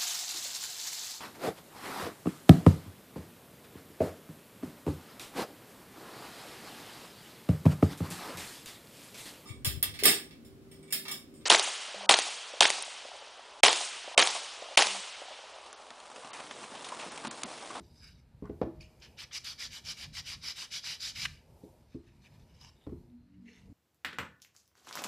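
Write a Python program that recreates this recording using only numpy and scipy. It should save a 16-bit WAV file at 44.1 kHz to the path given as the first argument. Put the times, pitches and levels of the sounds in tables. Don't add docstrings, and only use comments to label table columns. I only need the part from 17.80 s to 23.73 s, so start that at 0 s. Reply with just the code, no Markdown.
import sys
import numpy as np
from scipy import signal
from scipy.fft import rfft, irfft, next_fast_len
from scipy.io import wavfile
from scipy.ndimage import uniform_filter1d, map_coordinates

SR = 44100
rng = np.random.default_rng(int(sys.argv[2]) if len(sys.argv) > 2 else 0)


def elevation(decibels):
    levels = np.asarray(decibels, float)
    return 10 ** (levels / 20)


def pcm_store(signal):
    levels = np.round(np.clip(np.atleast_2d(signal), -1, 1) * 32767)
    wavfile.write(sys.argv[1], SR, levels.astype(np.int16).T)


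N = 261495

# start in seconds, length in seconds, level in dB,
# pressure growth in dB, extra wood contact in dB.
STROKES = [(1.208, 0.085, -59, -15, 0), (1.365, 0.093, -47.5, 2.5, 0), (1.515, 0.077, -40, 11.5, -0.7),
           (1.634, 0.12, -43.5, -8, -2), (1.776, 0.11, -40.5, -1, 0), (1.897, 0.11, -46, 5, -0.8),
           (2.03, 0.11, -42, 17.5, 0.2), (2.142, 0.13, -48, 15, -1), (2.321, 0.096, -43, 12.5, -0.1),
           (2.436, 0.13, -43.5, 4.5, -1), (2.609, 0.13, -40.5, 7, 2), (2.742, 0.13, -43.5, 2.5, 1.2),
           (2.9, 0.11, -38, 0.3, -1.1), (3.02, 0.16, -41, -4.5, 0), (3.189, 0.14, -38, 2, -3.5),
           (3.325, 0.25, -38.5, 11.5, 3)]
# middle band in dB, its growth in dB, upper band in dB,
# bite from 0 to 1, share of the stroke before it grips.
SEATING = [(-13, 2, -13, 0.4, 0.13), (-7, 2, -28, 0.25, 0.25), (-12, 0, -8, 0, .1), (-9, 0, -15, 0.2, .085),
           (-14, 6, -13, 0.1, .12), (-13, -2, -14, 0, .1), (-9, 3, -12.5, 0.24, 0.16),
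           (-9.5, -8, -12, 0.3, 0.2), (-13, 0, -14, 0, .1), (-9, -3, -23, 0.23, .19), (-15, 1, -19, 0, .1),
           (-14, 0, -15, 0, 0.11), (-9, 0, -16, 0.1, 0.23), (-8.5, -4, -19, 0.22, .13),
           (-13.5, 4, -13, 0.2, 0.095), (-4.5, 8, -15.5, 0.36, 0.11)]
# wood in dB, fine dust in dB, late lean on the wood in dB, cavity in dB.
PUSH = (-8.5, -15.5, -1, -6.5)
PULL = (-7, -12.5, 2, -2.5)
# centre in Hz, width in Hz, level in dB.
PAPER = [(3670, 270, -18.5), (3860, 380, -4.5), (4400, 370, -6.5), (4900, 350, 1.5), (5530, 580, -6.5),
         (5900, 720, -14.5)]
# centre in Hz, width in Hz, level in dB.
WOOD = [(1696, 517, -8.5), (2314, 286, -1), (2954, 247, 0)]
# centre in Hz, width in Hz, level in dB.
HOLLOW = [(620, 1050, -22), (1068, 310, 5.5)]
# centre in Hz, width in Hz, level in dB.
MIDDLE = [(3320, 330, -1), (3896, 270, 0)]
UPPER = [(5750, 330, 1.5), (6470, 540, -3.5)]
# frequency in Hz, density in dB per Hz.
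DUST = [(4120, -31), (7000, -2.5), (7670, -2), (11800, -8), (13900, -12.5), (14500, -19)]
# time in seconds, peak in dB, pitch in Hz, length in seconds.
CATCHES = [(0.657, -65, 1420, 0.002), (0.672, -61, 1520, 0.0026), (1.003, -55, 2650, 0.0019),
           (1.029, -47, 2700, 0.00076), (1.39, -38.5, 3200, 0.0073), (1.51, -41.5, 2300, 0.0063),
           (1.6447, -36, 4640, 0.0023), (2.176, -51, 4650, 0.002), (2.475, -39, 4530, 0.0017),
           (2.9228, -40.5, 5110, 0.0015), (3.204, -41, 4500, 0.002), (3.4525, -19.5, 1960, 0.0031),
           (4.445, -65, 2550, 0.00077)]
# time in seconds, peak in dB, pitch in Hz,
# length in seconds.
TICKS = [
    (5.3, -65, 2600, .001),
    (0.656, -58, 5600, 0.00075),
    (1.2, -58, 5000, .002),
    (1.6445, -47, 8500, .001),
]

# time in seconds, peak in dB, thump in dB, rattle in dB, hollow ring in dB.
KNOCKS = [(0.002, -42.5, -14, -10, 5.5), (0.622, -30.5, -9, -24, -4.5), (0.639, -39.5, -2, -12, -11),
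          (0.655, -44.5, -10, -4.5, -9), (0.694, -25.5, -17, -23, 0), (0.814, -14, -32, -16.5, -4),
          (0.827, -21.5, -14.5, -14.5, -7), (0.868, -36, -9.5, -43.5, 15.5), (3.834, -35, -35, -46, 3),
          (4.144, -31, -11.5, -36, 5.5), (5.066, -33, -10.5, -13, -2), (5.083, -41, 0, -26, -11),
          (5.092, -39, -7, -16, -13), (5.119, -34, -6.5, -26, 8.5), (5.565, -61, 8.5, -35, 19)]
# slap in dB, pitch in Hz, length in seconds.
SLAPS = [(-1.5, 177, 0.0025), (3.5, 250, 0.0028), (5, 170, .003), (3, 164, 0.0027), (1.5, 283, 0.0017),
         (0.5, 420, 0.0028), (2.5, 342, 0.0027), (4, 300, 0.0033), (3, 261, 0.0023), (3, 253, 0.0042),
         (2.5, 298, 0.004), (3, 180, .003), (1.5, 210, .003), (3, 244, 0.0039), (1, 98, .003)]
# frequency in Hz, level in dB, time to fall 60 dB in seconds.
BENCH = [(69.1, -4, 0.22), (125.8, -7, 0.18), (185.3, -6.5, 0.15), (232, -12.5, 0.097), (274, 1, 0.083),
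         (414.7, 0.5, 0.16), (480.3, 0, 0.075), (540, -7.5, 0.086), (647.4, -4, 0.075), (624, -29.5, 0.91),
         (760, -13, 0.1), (810, -9.5, 0.085), (940, -16, 0.058), (1225, -24, 0.036)]
# frequency in Hz, level in dB, time to fall 60 dB in seconds.
AIR_MODES = [(327.8, -4.5, 0.27), (349.7, -6, 0.37)]
# frequency in Hz, density in dB per Hz.
RATTLE = [(500, -35.5), (850, 7), (1200, 0.5), (1900, -8.5), (3000, -12), (5500, -21), (9000, -53)]
# centre in Hz, width in Hz, level in dB.
CLATTER = [(783, 270, 6), (1080, 116, 1), (1460, 77, -14), (1974, 195, -6)]
# start in seconds, length in seconds, level in dB,
# upper modes in dB.
SKIDS = [
    (.622, .01, -57, -12),
    (0.646, 0.036, -61, -13),
    (0.653, 0.01, -65.5, 8),
    (.671, 0.0079, -72, 9),
    (.696, 0.0091, -61, -3.5),
    (0.833, 0.034, -62.5, -16),
    (4.14, 0.022, -73, -15),
    (5.12, 0.015, -68.5, -21),
]
# centre in Hz, width in Hz, level in dB.
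SKID_MODES = [
    [(1100, 64, 0)],
    [(1470, 99, 2.5), (1960, 100, -1.5)],
]

# peak in seconds, rise in seconds, fall in seconds,
# paper in dB, wood over paper in dB.
RUSTLE = [
    [(0.04, 0.058, 0.15, -71.5, -14), (0.18, 0.1, 0.079, -67, -11), (0.245, 0.045, 0.029, -56, -8.5),
     (0.278, 0.031, 0.09, -59, -5.5), (0.398, 0.049, 0.027, -75, -5)],
    [(1.008, .003, 0.079, -58, 3), (1.24, 0.05, 0.16, -71.5, 9.5), (3.54, .07, 0.086, -64, 1)],
    [(3.845, 0.027, .05, -76.5, -19), (4.14, 0.094, 0.076, -71.5, -4.5), (4.28, 0.035, 0.081, -73, 2),
     (4.452, 0.053, 0.11, -74.5, 0.5), (4.56, 0.1, 0.083, -80, 6)],
    [(4.7, .06, 0.097, -78, 4.5), (4.817, 0.018, 0.03, -66, -18), (4.85, 0.073, 0.085, -71.5, 6.5),
     (4.92, 0.035, 0.077, -77, -5)],
    [(5.55, .05, 0.044, -99, 20.5), (5.685, 0.027, 0.16, -73.5, 7.5), (5.775, 0.1, 0.078, -72, 3)],
    [(5.02, 0.033, .04, -77, -6)],
]
# start in seconds, length in seconds, paper in dB,
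# wood over paper in dB.
SCRAPES = [
    [],
    [(4.439, 0.044, -80, 13.5)],
    [(4.415, 0.06, -76, -6), (4.592, 0.052, -78, -4)],
    [(4.74, .06, -78.5, 2), (4.802, 0.103, -66, -4)],
    [(5.655, 0.096, -89, 6)],
    [(4.956, 0.12, -81, -5)],
]
# centre in Hz, width in Hz, level in dB.
FOLD = [
    [(3840, 89, -2.5), (4920, 400, -0.5), (5540, 31, -21), (5970, 66, -9)],
    [(4600, 19, 0.5), (4910, 15, 1.5), (5240, 89, 0), (6500, 37, -9)],
    [(3680, 290, 0), (4350, 48, -1.5), (5100, 330, -2), (6000, 63, -5)],
    [(3860, 98, 2.5), (5000, 230, 5.5), (5550, 71, 4), (6200, 180, 0)],
    [(3600, 220, -1), (4150, 120, 2), (5450, 300, -0.5), (6450, 160, 0)],
    [(3700, 40, 5), (4900, 200, -12)],
]
# centre in Hz, width in Hz, level in dB.
FACE = [
    [(1600, 100, 1), (2290, 100, 1), (2890, 90, -0.5)],
    [(1410, 97, -34.5), (2440, 50, 0.5), (2920, 49, -5)],
    [(1744, 60, 5), (2240, 360, 3.5), (2520, 49, 4), (2720, 29, -4.5)],
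    [(930, 43, -3.5), (1780, 150, -9.5), (2300, 41, -3.5), (2900, 110, 0)],
    [(2010, 210, 0), (2800, 73, -1.5)],
    [(1900, 200, 0), (2900, 150, -2)],
]
# peak in seconds, rise in seconds, fall in seconds, level in dB.
HANDLING = [
    (0.2, 0.47, 0.37, -89),
    (1.1, 0.44, 0.68, -80),
    (3.7, 0.33, 0.79, -84.5),
    (4.6, 0.78, 0.89, -77.5),
    (5.8, 0.18, 0.67, -80),
]

# frequency in Hz, time to fall 60 dB in seconds.
ROOM = [(200, 0.25), (2000, 0.4), (5000, 0.33), (12000, 0.44)]
# peak in seconds, half length in seconds, level in dB.
ENGINE = [
    [(5.85, 0.032, -58.5)],
    [(5.6, 0.14, -53), (5.86, 0.08, -56.5)],
    [(5.35, 0.13, -51.5), (5.66, 0.094, -50.5), (5.93, .07, -54)],
    [(5.58, 0.22, -60.5), (5.92, 0.059, -57)],
]
# peak in seconds, half length in seconds, level in dB.
UPPER_ORDERS = [
    (5.703, 0.066, -64.5),
    (5.896, 0.091, -66.5),
]
# time in seconds, turns in Hz.
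SHAFT = [(5.2, 49.5), (5.45, 47.7), (5.72, 47.27), (5.93, 48.3)]
# time in seconds, level in dB.
TRAFFIC = [(0.0, -63.5), (0.51, -66.5), (0.79, -56), (0.92, -62), (1.05, -64), (1.82, -66.5), (2.51, -59),
           (2.84, -66.5), (3.38, -64.5), (3.47, -60), (3.58, -63.5), (3.78, -68), (4.33, -63.5),
           (4.98, -66.5), (5.22, -61.5), (5.47, -72), (5.93, -62)]
# frequency in Hz, density in dB per Hz.
RUMBLE = [(20, -57), (33, -2), (48, -1), (68, 3.5), (110, -2), (160, -3), (200, -16), (300, -79)]
# frequency in Hz, density in dB per Hz.
DRONE = [(110, -45.5), (160, -7), (230, 3), (290, -6), (360, -24), (600, -71)]
# frequency in Hz, density in dB per Hz.
MURMUR = [(200, -23), (330, 4.5), (480, 2.5), (640, 0.5), (780, -3), (950, 0), (1300, -39), (2200, -22)]
# peak in seconds, half length in seconds, level in dB.
WHISTLE = [(4.2, .06, -82), (4.43, 0.096, -81), (4.83, 0.064, -86), (5.182, .09, -85.5), (5.41, 0.12, -86)]
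# frequency in Hz, density in dB per Hz.
HISS = [(600, -30), (1200, 4), (2500, -0.5), (3300, -5.5), (4300, -2.5), (5200, -9), (7000, -18),
        (10000, -24), (14500, -35.5)]
# time in seconds, level in dB.
HISS_LEVEL = [(0, -82), (1, -78.5), (3.7, -81.5), (4.4, -81), (5.2, -82), (5.93, -83)]
# frequency in Hz, share of time the noise sounds in
SIDE_NOISE = [(4300, 0), (4700, .07), (5700, .27), (6900, .88), (9000, .92), (14000, .6)]


def unit(x):
    return x / np.sqrt(np.mean(x ** 2) + 1e-20)


def along(points, hz):
    f, v = np.transpose(points)
    return np.interp(np.log(hz + 1), np.log(f + 1), v)


def curve(rows):
    s, value = np.transpose(rows)
    return np.interp(np.arange(N) / SR, s, value)


def wobble(rate):
    knots = rng.standard_normal(3000)
    position = np.arange(0, N + 16, 16) * min(rate, 400) / SR
    return map_coordinates(knots, [position]).repeat(16)[:N]


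def swell(s, rise, fall):
    t = np.arange(N) / SR - s
    roundness = 0.92
    return elevation(-18 * np.abs(t / np.where(t < 0, rise, fall)) ** roundness)


def held(s, length, edge_s):
    t = np.arange(N) / SR - s
    return np.clip(np.minimum(t, length - t) / edge_s + .5, 0, 1) ** 2


def filtered(x, response):
    m = next_fast_len(N + 8192)
    return irfft(rfft(x, m) * response(np.fft.rfftfreq(m, 1 / SR)), m)[..., :N]


def resonant(x, modes):
    def response(f):
        power = 0
        for hz, width, db in modes:
            power = power + elevation(2 * db) / (1 + ((f - hz) / width) ** 2) ** 2
        return np.sqrt(power)
    return unit(filtered(x, response))


def coloured(x, spectrum):
    return unit(filtered(x, lambda f: elevation(along(spectrum, f))))


def grit(spiky_db, clump_db, patchy_db):
    sizes = elevation(spiky_db * rng.exponential(size=N) + clump_db * wobble(250))
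    z = signal.stft(sizes * rng.standard_normal(N), nperseg=256)[2]
    fast, slow = rng.standard_normal((2, *z.shape))
    fast = uniform_filter1d(uniform_filter1d(fast, size=5, axis=0), size=2, axis=1)
    slow = uniform_filter1d(uniform_filter1d(slow, size=3, axis=0), size=25, axis=1)
    patches = elevation(patchy_db * (0.78 * unit(fast) + unit(slow)))
    return unit(signal.istft(z * patches, nperseg=256)[1][:N])


def sanding():
    usual_db = -43
    wood_lags, dust_lags = 0.414, 0.033
    bite_s, edge_s = 0.0045, 3.461
    paper, wood, hollow, dust, middle, upper = np.zeros((6, N))
    for k, (stroke, seat) in enumerate(zip(STROKES, SEATING)):
        s, length, db, growth_db, extra_db = stroke
        middle_db, rise_db, upper_db, bite, slack = seat
        wood_db, dust_db, lean_db, cavity_db = PULL if k % 2 else PUSH
        harder_db = db - usual_db
        wood_db = wood_db + extra_db - wood_lags * harder_db
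        dust_db = dust_db - dust_lags * harder_db + 0.11 * (growth_db - 14.5)

        u = np.linspace(0, 1, round(length * SR))
        span = slice(round(s * SR), round(s * SR) + len(u))
        arc = np.sin(np.pi * u)
        shape = np.abs(arc)
        grip = bite * np.clip((u - slack) * length / bite_s, 0, 1) * (u < .5)
        speed = shape + grip * (1 - shape) - bite * shape * (u < slack)
        on_wood = np.clip((edge_s - s - u * length) / 0.0071 + .5, 0, 1)
        speed = speed * elevation(db + growth_db * (u - .5)) * on_wood

        paper[span] += speed * elevation(-0.75)
        middle[span] += speed * elevation(middle_db + rise_db * (u - .5))
        upper[span] += speed * elevation(upper_db)
        wood[span] += speed * elevation(wood_db + 2.0 + lean_db * (u - .5))
        hollow[span] += speed * elevation(1.64 * wood_db + cavity_db + 27.6 * (u - 1.0))
        threshold = .22 + np.clip(-0.031 * harder_db, 0, .2)
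        fast_enough = np.clip((arc - threshold) * 3.1, 0, 1)
        dust[span] += speed * elevation(dust_db + 1.3) * fast_enough / (0.23 + arc) ** 0.38

    grains = grit(spiky_db=1.8, clump_db=1.0, patchy_db=2.0)
    fine = grit(spiky_db=0.86, clump_db=0.0, patchy_db=2.0)
    body = paper * resonant(grains, PAPER) + wood * resonant(grains, WOOD) + hollow * resonant(grains, HOLLOW)
    body = body + middle * resonant(fine, MIDDLE) + upper * resonant(fine, UPPER)
    return body + dust * coloured(fine, DUST)


def catches(rows):
    out, t = np.zeros(N + SR), np.arange(SR // 20) / SR

    def mode(hz):
        return np.sin(2 * np.pi * hz * t) * elevation(-60 * t / .003) * (1 - np.exp(-t / .0003))

    for s, db, hz, length in rows:
        burst = rng.standard_normal(len(t)) * t / length * np.exp(1 - t / length)
        modes = mode(hz) + mode(1.35 * hz) + .3 * mode(.72 * hz)
        ring = signal.fftconvolve(burst, modes)[:len(t)]
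        snag = ring / np.abs(ring).max() + .15 * (hz / 5000) ** 3 * burst
        out[round((s - .001) * SR):][:len(t)] += elevation(db - 2.0) * snag
    return filtered(out[:N], lambda f: 1 / (1 + (1000 / (f + 1)) ** 6))


def knocks():
    out, rattle, t = np.zeros(N + SR), np.zeros(N + SR), np.arange(SR // 2) / SR
    hz, level_db, t60 = np.transpose(BENCH + AIR_MODES)[:, :, None]
    fading = elevation(-60 * t / t60) * (1 - np.exp(-t / 0.0018))
    rattle_fade = (elevation(-60 * t / 0.034) + elevation(-18.5 - 60 * t / 0.15)) * (1 - np.exp(-t / 0.00066))
    thumping, hollow, clattering = hz < 140, abs(hz - 340) < 30, hz > 560
    for (s, db, thump_db, rattle_db, ring_db), (slap_db, slap_hz, slap_s) in zip(KNOCKS, SLAPS):
        contact_ms = 2.41 * elevation(-.27 * (db + 32))
        mode_db = level_db + rng.normal(0, 2, hz.shape)
        mode_db = mode_db + thumping * (thump_db + 16.0) + hollow * ring_db
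        mode_db = mode_db + clattering * 0.67 * (rattle_db + 18.5)
        phase = rng.uniform(0, 2 * np.pi, hz.shape)
        ring = (elevation(mode_db) * fading * np.sin(2 * np.pi * hz * t + phase)).sum(0)

        turn = 2 * np.pi * t * slap_hz
        slap = elevation(slap_db + 6.5) * (np.sin(turn) + 0.32 * np.sin(1.743 * turn))
        slap = slap * t / slap_s * np.exp(1 - t / slap_s)

        force = np.hanning(3 + round(contact_ms * SR / 1500))
        blow = np.convolve(slap + ring, force / force.sum())[:len(t)]
        start = round((s + 0.0006) * SR)
        out[start:][:len(t)] += elevation(db - 11.0) * blow
        rattle[start:][:len(t)] += elevation(db + rattle_db - 9.5) * rattle_fade
    shake = rng.standard_normal(N)
    return out[:N] + rattle[:N] * (coloured(shake, RATTLE) + 0.65 * resonant(shake, CLATTER))


def skids():
    lower, upper = (resonant(rng.standard_normal(N), modes) for modes in SKID_MODES)
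    out = np.zeros(N)
    for s, length, db, upper_db in SKIDS:
        out += elevation(db) * held(s, length, edge_s=0.0084) * (lower + elevation(upper_db) * upper)
    return out


def broadened(modes):
    return [(hz, 150 + .5 * width, db) for hz, width, db in modes]


def rustle():
    out, grains = np.zeros(N), grit(spiky_db=2.5, clump_db=0.5, patchy_db=2.5)
    dust = elevation(-13.5) * coloured(grains, DUST)
    cavity = elevation(-23) * resonant(grains, HOLLOW[1:])
    for slides, scrapes, fold, face in zip(RUSTLE, SCRAPES, FOLD, FACE):
        sheet = resonant(grains, broadened(fold)) + dust
        bare = resonant(grains, broadened(face)) + cavity
        for s, rise, fall, db, wood_db in slides:
            out += elevation(db) * swell(s, rise, fall) * (sheet + elevation(wood_db) * bare)
        for s, length, db, wood_db in scrapes:
            out += elevation(db) * held(s, length, edge_s=.012) * (sheet + elevation(wood_db) * bare)
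    return out


def handling():
    grains = grit(spiky_db=0.4, clump_db=1.5, patchy_db=2.5)
    creep = sum(elevation(db) * swell(s, rise, fall) for s, rise, fall, db in HANDLING)
    creep = creep * elevation(1.0 + 2.5 * wobble(20))
    return creep * (resonant(grains, WOOD + PAPER + HOLLOW[1:]) + elevation(-9.5) * coloured(grains, DUST))


def room(x):
    hz, t, z = signal.stft(rng.standard_normal(SR // 2), SR, nperseg=256)
    tail = signal.istft(z * elevation(-60 * t / along(ROOM, hz)[:, None]), SR, nperseg=256)[1]
    return signal.fftconvolve(np.pad(x, (300, 0)), tail / np.linalg.norm(tail))[:N]


def engine():
    turn = 2 * np.pi * np.cumsum(curve(SHAFT)) / SR
    pull = sum(elevation(db) * swell(s, half, half) for s, half, db in UPPER_ORDERS)
    out = pull * resonant(rng.standard_normal(N), [(440, 45, 0.5)])
    for order, rows in enumerate(ENGINE, start=3):
        heard = sum(elevation(db + 2.0) * swell(s, half, half) for s, half, db in rows)
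        out = out + heard * elevation(1.4 * wobble(22)) * np.sin(order * turn + 0.68 * wobble(25))
    return out


def outdoors():
    traffic_db = curve(TRAFFIC)
    swing_db, gust = traffic_db - traffic_db.mean(), wobble(7)
    rumble_db = traffic_db + 5.0 + 2.4 * gust + 3.0 * wobble(25)
    drone_db = -70.5 + 0.78 * swing_db + 1.7 * gust
    murmur_db = -72.5 + 0.2 * swing_db + 2.7 * wobble(3.9)
    rumble = elevation(rumble_db) * coloured(rng.standard_normal(N), RUMBLE)
    drone = elevation(drone_db) * coloured(rng.standard_normal(N), DRONE)
    murmur = elevation(murmur_db) * coloured(rng.standard_normal(N), MURMUR)
    return rumble + drone + murmur


def whistle():
    heard = sum(elevation(db + 3.0) * swell(s, half, half) for s, half, db in WHISTLE)
    return heard * np.sin(2 * np.pi * np.cumsum(4150 + 8 * wobble(3.1)) / SR)


def room_hiss():
    return elevation(curve(HISS_LEVEL) + 0.23 * wobble(7)) * coloured(rng.standard_normal(N), HISS)


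def scene():
    scratch, snags, blows = sanding(), catches(CATCHES), knocks()
    small = skids() + catches(TICKS)
    close = scratch + snags + blows + small + rustle() + handling()
    echo = room(elevation(-12) * scratch + elevation(-17.5) * snags + elevation(-8.0) * blows) + room(elevation(-8.5) * small)
    mono = close + echo + engine() + outdoors() + whistle() + room_hiss()
    return np.array([mono, mono])


def band_limit(x):
    return signal.sosfilt(signal.butter(12, 14640, fs=SR, output="sos"), x)


def record(dry):
    hz, t, z = signal.stft(dry[0], SR, nperseg=1024)
    band = (np.log(hz + 500) * 9).astype(int)
    chance = uniform_filter1d(rng.standard_normal((band.max() + 1, len(t))), 5, axis=1)
    rank = chance.argsort(1).argsort(1) / len(t)
    noisy = rank[band] < along(SIDE_NOISE, hz)[:, None]
    noise = rng.standard_normal(z.shape) + 1j * rng.standard_normal(z.shape)
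    smooth = np.sqrt(np.abs(uniform_filter1d(np.abs(z) ** 2, 9, axis=0)) / 2)
    side = elevation(-4.5) * signal.istft(noisy * smooth * noise, SR, nperseg=1024)[1][:N]

    def microphone(f):
        return (f < 14330) * (1j * f / (30 + 1j * f)) ** 2

    mix = filtered(dry + [side, -side], microphone)
    return band_limit(mix)


dry = scene()
out = record(dry)
pcm_store(out)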